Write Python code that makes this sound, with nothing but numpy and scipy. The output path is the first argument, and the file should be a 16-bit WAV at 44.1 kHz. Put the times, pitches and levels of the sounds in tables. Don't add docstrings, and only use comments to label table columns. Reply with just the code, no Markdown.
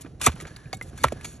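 import sys
import numpy as np
from scipy import signal
from scipy.fft import rfft, irfft
from scipy.io import wavfile
from scipy.ndimage import uniform_filter1d

SR = 44100
rng = np.random.default_rng(int(sys.argv[2]) if len(sys.argv) > 2 else 0)


def to_wav(sig):
    pcm = np.clip(np.atleast_2d(sig), -1, 1) * 32767
    pcm = np.round(pcm).astype(np.int16)
    wavfile.write(sys.argv[1], SR, pcm.T)


def volts(x):
    e = np.asarray(x, float) / 20
    return 10 ** e


N = 61739
T = np.arange(N) / SR
HZ = np.fft.rfftfreq(N, 1 / SR)
PIVOT_HZ = 3940


def evened(x):
    return x / np.sqrt(np.mean(x ** 2) + 1e-20)


def read(points, hz):
    f, value = np.transpose(points)
    return np.interp(np.log(hz + 1), np.log(f + 1), value)


def curve(points):
    s, db = np.transpose(points)
    return volts(np.interp(T, s, db))


def coloured(x, points, tilt_db=0.):
    hz = np.fft.rfftfreq(len(x), 1 / SR)
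    gain_db = read(points, hz) + tilt_db * np.log2((hz + 900) / PIVOT_HZ)
    return evened(irfft(rfft(x) * volts(gain_db), len(x)))


def lumps(size, span):
    smooth = uniform_filter1d(rng.standard_normal(size), span)
    return evened(uniform_filter1d(smooth, span))


def add(mix, s, sound):
    part = mix[round(s * SR):][:len(sound)]
    part += sound[:len(part)]


def stroke(t, length, fall_db):
    attack_s, tail_t60 = 0.00045, 0.032
    hold_db = fall_db * np.minimum(t / length, 1)
    tail_db = -60 * np.maximum(t - length, 0) / tail_t60
    return np.minimum(t / attack_s, 1) * volts(hold_db + tail_db)


def air():
    # frequency in Hz, level in dB per Hz.
    rustle_colour = [(250, -20), (500, -17.5), (1200, -11.5), (2400, -18), (8000, -23), (11000, -18.5),
                     (12200, -92), (15400, -63)]
    # time in seconds, level in dB.
    rustle_level = [(0.0, -62), (0.13, -70), (0.26, -73.5), (0.38, -57), (0.524, -61), (0.794, -67),
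                    (1.128, -58.5), (1.4, -67.5)]
    # frequency in Hz, level in dB per Hz.
    wind_colour = [(15, -56.5), (25, -2), (140, -2), (163, -5), (201, -11.5), (315, -14.5), (619, -24.5),
                   (730, -25), (900, -38), (1170, -74), (1980, -120)]
    # time in seconds, level in dB.
    gusts = [(0.0, -51), (0.314, -46.5), (0.742, -50), (1.062, -46), (1.4, -46.5)]
    # time in seconds, level in dB.
    whine_level = [(0.0, -97), (0.478, -57), (0.66, -58), (0.78, -68), (1.05, -66), (1.206, -54.5),
                   (1.4, -68)]
    whine_hz, width_hz, whine_db = 1680, 110, -0.5

    rustle = coloured(rng.standard_normal(N), rustle_colour) * volts(1.0 * lumps(N, span=300))
    rustle = rustle * curve(rustle_level) * volts(5.0)
    wind = coloured(rng.standard_normal(N), wind_colour) * volts(2.9 * lumps(N, span=900))
    wind = wind * curve(gusts) * volts(4.0)
    resonance = 1 / (1 + ((HZ - whine_hz) / width_hz) ** 2)
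    whine = evened(irfft(rfft(rng.standard_normal(N)) * resonance, N))
    return rustle + wind + whine * curve(whine_level) * volts(whine_db)


def blade():
    # frequency in Hz, level in dB, 60 dB decay time in seconds.
    modes = [(2200, -3, .09), (3710, -8, .06), (4425, -5, .18), (4560, -7, .1), (6686, 0, .13),
             (7320, -15, .12)]
    # start in seconds, length in seconds, level in dB,
    # tilt in dB per octave.
    rubs = [
        (0.466, 0.024, -56, 3.5),
        (0.7286, 0.0063, -45.5, -12),
        (0.82, 0.049, -73, -4),
        (.981, 0.028, -49, -6),
        (1.246, .009, -41, 7),
        (1.33, 0.037, -63, 7),
    ]
    flutter_db = 3.5
    out, t = np.zeros(N), np.arange(12000) / SR
    for s, length, db, tilt_db in rubs:
        rub = rng.standard_normal(len(t)) * stroke(t, length, 0)
        ring = np.zeros(len(t))
        for hz, mode_db, t60 in modes:
            level_db = mode_db + tilt_db * np.log2(hz / PIVOT_HZ)
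            ring += volts(level_db - 60 * t / t60) * np.sin(2 * np.pi * hz * t)
        rung = signal.fftconvolve(rub / np.linalg.norm(rub), ring)[:len(t)]
        add(out, s, volts(db) * rung * volts(flutter_db * lumps(len(t), span=150)))
    return out


def scrapes():
    # start in seconds, length in seconds, level in dB, tilt in dB per octave, change over the length in dB
    drags = [(.009, 0.013, -41, 4.5, -2.5), (0.0612, 0.0065, -46, -13, -2.5), (0.2135, 0.0035, -30, -1, 5),
             (0.219, 0.027, -33, 1.5, 5), (0.243, 0.021, -28, 0.5, 4), (0.2628, 0.0078, -12, 2.5, -6),
             (0.2671, 0.031, -16.5, -9.5, -20.5), (0.318, 0.021, -41, -4, -11),
             (0.4008, .031, -38.5, -3.5, -13.5), (0.4538, 0.0037, -38.5, -12, -3.5),
             (0.469, 0.016, -44, -4, -7), (0.563, 0.0053, -42, -0.5, -4.5),
             (0.7299, 0.013, -25.5, -5.5, -21), (0.7432, 0.014, -35.5, 6, -19.5),
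             (.770, 0.009, -49, 4.5, -9), (0.8122, 0.002, -31, -1, -20), (.824, .010, -42, 4, -5),
             (.976, 0.018, -40, 0, -10.5), (1.0355, 0.004, -29, -1, 3.5), (1.0398, 0.0088, -17, -5, -12),
             (1.083, 0.0086, -26.5, -3.5, -31.5), (1.121, .012, -33.5, -2, -18.5),
             (1.211, .006, -45.5, -2, -5.5), (1.245, 0.011, -33.5, -1, -1),
             (.197, 0.024, -54.5, -2, 16.5), (0.288, 0.032, -44, -2.5, -6), (.354, 0.0079, -49.5, 7, -5),
              (0.362, 0.0054, -40.5, -14, -3.5), (0.378, 0.0026, -48, 2, -10),
              (0.4101, 0.0035, -38.5, 2, -7), (.4205, 0.0038, -41, 13, -3.5), (.6945, 0.0028, -61, 7, -10),
              (.836, 0.063, -59, 3.5, 5.5), (.931, 0.005, -46, -25, -3), (.958, 0.031, -57, -1, 7),
              (.996, 0.053, -53, 1, 11), (1.050, 0.03, -31, -11, -12.5), (1.068, 0.009, -49, -1, 0),
              (1.233, 0.03, -51, 1.5, 3.5), (1.2634, .065, -46.5, 3, -5), (1.325, .05, -52, 3, -7),
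              (.0475, .005, -47, -14, -4), (.8125, .005, -33, -14, -10), (.2742, .002, -21, -1, -6),
              (1.045, .008, -24, -12, -6)]
    # frequency in Hz, level in dB per Hz.
    grit = [(180, -38), (300, -9), (571, -8), (2360, -3), (4950, -8.5), (6880, -5), (9110, -0.5),
            (11700, -10), (13800, -21), (15400, -38)]
    # frequency in Hz, width in Hz, level in dB over the grit.
    singing = [(1280, 90, 6), (2410, 90, 6), (3500, 120, 6), (4250, 120, 4), (5740, 140, 5), (6690, 120, 7),
               (7330, 120, 5), (8110, 150, 6), (9000, 150, 5), (10400, 150, 5)]
    grainy_db = 2.0
    soft_hz, hard_db, soft_loss = 11840, -28, 1.7

    out, t, hz = np.zeros(N), np.arange(4096) / SR, np.fft.rfftfreq(4096, 1 / SR)
    bands = 1 + sum((volts(db) - 1) / (1 + ((hz - f) / width) ** 2) for f, width, db in singing)
    for s, length, db, tilt_db, fall_db in drags:
        grains = coloured(rng.standard_normal(len(t)), grit, tilt_db)
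        grains = grains * volts(grainy_db * lumps(len(t), span=24))
        top = volts(soft_loss * min(db - hard_db, 0) * np.maximum(hz - soft_hz, 0) / 1000)
        sound = evened(irfft(rfft(grains) * top * bands))
        add(out, s, volts(db) * stroke(t, length, fall_db) * sound)
    return out


def knocks():
    # start in seconds,
    # peak in dB, frequency in Hz, 60 dB decay time in seconds.
    blows = [(.2628, -13, 6080, .012), (.263, -19, 5610, .014), (.2632, -12, 7840, .019),
             (.2645, -14, 9000, .018), (.264, -17, 3530, .014), (.2635, -20, 11200, .012),
             (.2742, -17, 2600, .005), (.215, -27, 2400, .008), (.2152, -28, 5400, .007),
             (.2154, -29, 3600, .007), (.2148, -29, 1500, .009), (.2155, -31, 11000, .006),
             (.2664, -16.5, 2015, 0.029), (.2668, -15.5, 2355, 0.025), (.2682, -7.5, 1184, 0.015),
             (.2682, -15.5, 452.3, 0.017), (.2701, -15.5, 698, 0.021), (.2736, -18, 1197, 0.01),
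             (1.0397, -14, 1866, .011), (1.0398, -19, 2990, .009), (1.0398, -19, 3570, .009),
             (1.0396, -22, 4540, .007), (1.0358, -25, 6600, .012), (1.0398, -24, 6120, .007),
             (1.04, -22, 9750, .009), (1.0385, -24, 11400, .012), (1.0472, -11, 1050, .008),
             (1.0424, -8, 600, 0.013), (1.0424, -4, 962, 0.013), (1.043, -8, 1300, 0.015),
             (1.0512, -29, 1315, 0.034), (1.1222, -15, 570, 0.010), (1.1278, -18, 350, .011)]
    # start in seconds, peak in dB,
    # frequency in Hz, 60 dB decay time in seconds.
    thuds = [(0.0466, -27, 285, 0.022), (.2725, -17, 234.6, 0.041), (0.2764, -11, 121.3, 0.039),
             (0.285, -16, 76.6, 0.067), (0.341, -23, 141, 0.027), (0.4243, -33, 343, 0.028),
             (.577, -35, 125, .05), (.655, -33, 135, .09), (0.74, -37, 137.4, 0.053),
             (1.0484, -25, 254, 0.029), (1.0503, -21.5, 121.4, 0.055), (1.055, -23.5, 69.3, 0.13),
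             (1.124, -23, 220, 0.032), (1.277, -40, 126, 0.11)]
    # start in seconds, peak in dB, frequency in
    # Hz, 60 dB decay time in seconds.
    taps = [(.0597, -29.5, 1640, 0.0061), (.2068, -31, 1080, 0.021), (.4016, -26.5, 2290, 0.0082),
            (.4524, -18, 1650, 0.0047), (.4762, -55, 1080, 0.011), (.5621, -37, 4590, .02),
            (.5680, -42, 1610, 0.018), (.6571, -44.5, 2440, 0.03), (.7291, -22, 1700, 0.008),
            (.7293, -23, 4610, 0.017), (.7321, -23, 756, 0.045), (.7293, -34, 2200, .09),
            (.748, -40, 3710, .04), (.770, -40, 7700, .03), (.7445, -36, 9100, .012),
            (.8245, -38, 9000, .015), (.8245, -38, 11100, .015), (.8135, -32, 1400, .015),
            (.8121, -17, 1080, 0.0042), (.8124, -23, 2060, 0.045), (.9868, -32, 1610, 0.018),
            (1.084, -26, 2250, 0.018), (1.085, -30, 1950, .02), (1.2488, -32.5, 2234, 0.037),
            (1.2115, -40, 2500, .02), (1.253, -43, 6686, .2), (1.256, -48, 4440, .2),
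            (.5625, -38, 3950, .02), (.401, -33, 1950, .02), (.476, -40, 850, .02)]
    rise_cycles, choke, free = 0.4, 1.63, 0.87

    out, t = np.zeros(N), np.arange(8192) / SR
    for rows, shape in ((blows + thuds, choke), (taps, free)):
        for s, db, hz, t60 in rows:
            decay = volts(db - 60 * (t / t60) ** shape)
            swell = (1 - np.exp(-t * hz / rise_cycles)) ** 2
            add(out, s, decay * swell * np.sin(2 * np.pi * hz * t))
    return out


def scene():
    # frequency in Hz, level in dB.
    unshared = [(60, -30), (300, -12), (900, -7), (2000, -16), (4000, -22), (6000, -40)]
    echo_db, echo_t60 = -8, .008
    near, other = air(), air()
    work = scrapes() + knocks() + blade()
    reflections = rng.standard_normal(1024) * volts(-60 * T[:1024] / echo_t60)
    echo = volts(echo_db) * signal.fftconvolve(work, reflections / np.linalg.norm(reflections))[:N]
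    apart = irfft(rfft(other + echo) * volts(read(unshared, HZ)), N)
    return np.array([near + work + apart, near + work - apart])


def top_cut(x):
    return signal.sosfilt(signal.butter(12, 15590, fs=SR, output="sos"), x)


def record(dry):
    # frequency in Hz, turn in radians.
    channel_turn = [(0, 0), (4500, 1.1), (4950, 3.14), (5400, 5.9), (8600, 9.38), (9500, 9.47), (12000, 12.5),
                    (13500, 12.57), (14100, 14.0), (22050, 14.0)]
    # frequency in Hz, left over right in dB.
    channel_gain = [(60, -1), (130, -1.8), (290, -4), (640, -5), (1410, -.5), (3100, 0), (6810, 0), (15000, 0)]
    limit, top_hz = 1.15, 15650
    turn = np.interp(HZ, *np.transpose(channel_turn))
    gain = volts(read(channel_gain, HZ) / 2)
    response = np.array([gain * np.exp(.5j * turn), np.exp(-.5j * turn) / gain])
    low_cut = 1 + (36 / (HZ + 1)) ** 4
    channels = irfft(rfft(dry) * response / low_cut, N)
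    limited = limit * np.tanh(channels / limit)
    return top_cut(irfft(rfft(limited) * (HZ < top_hz), N))


dry = scene()
out = record(dry)
to_wav(out)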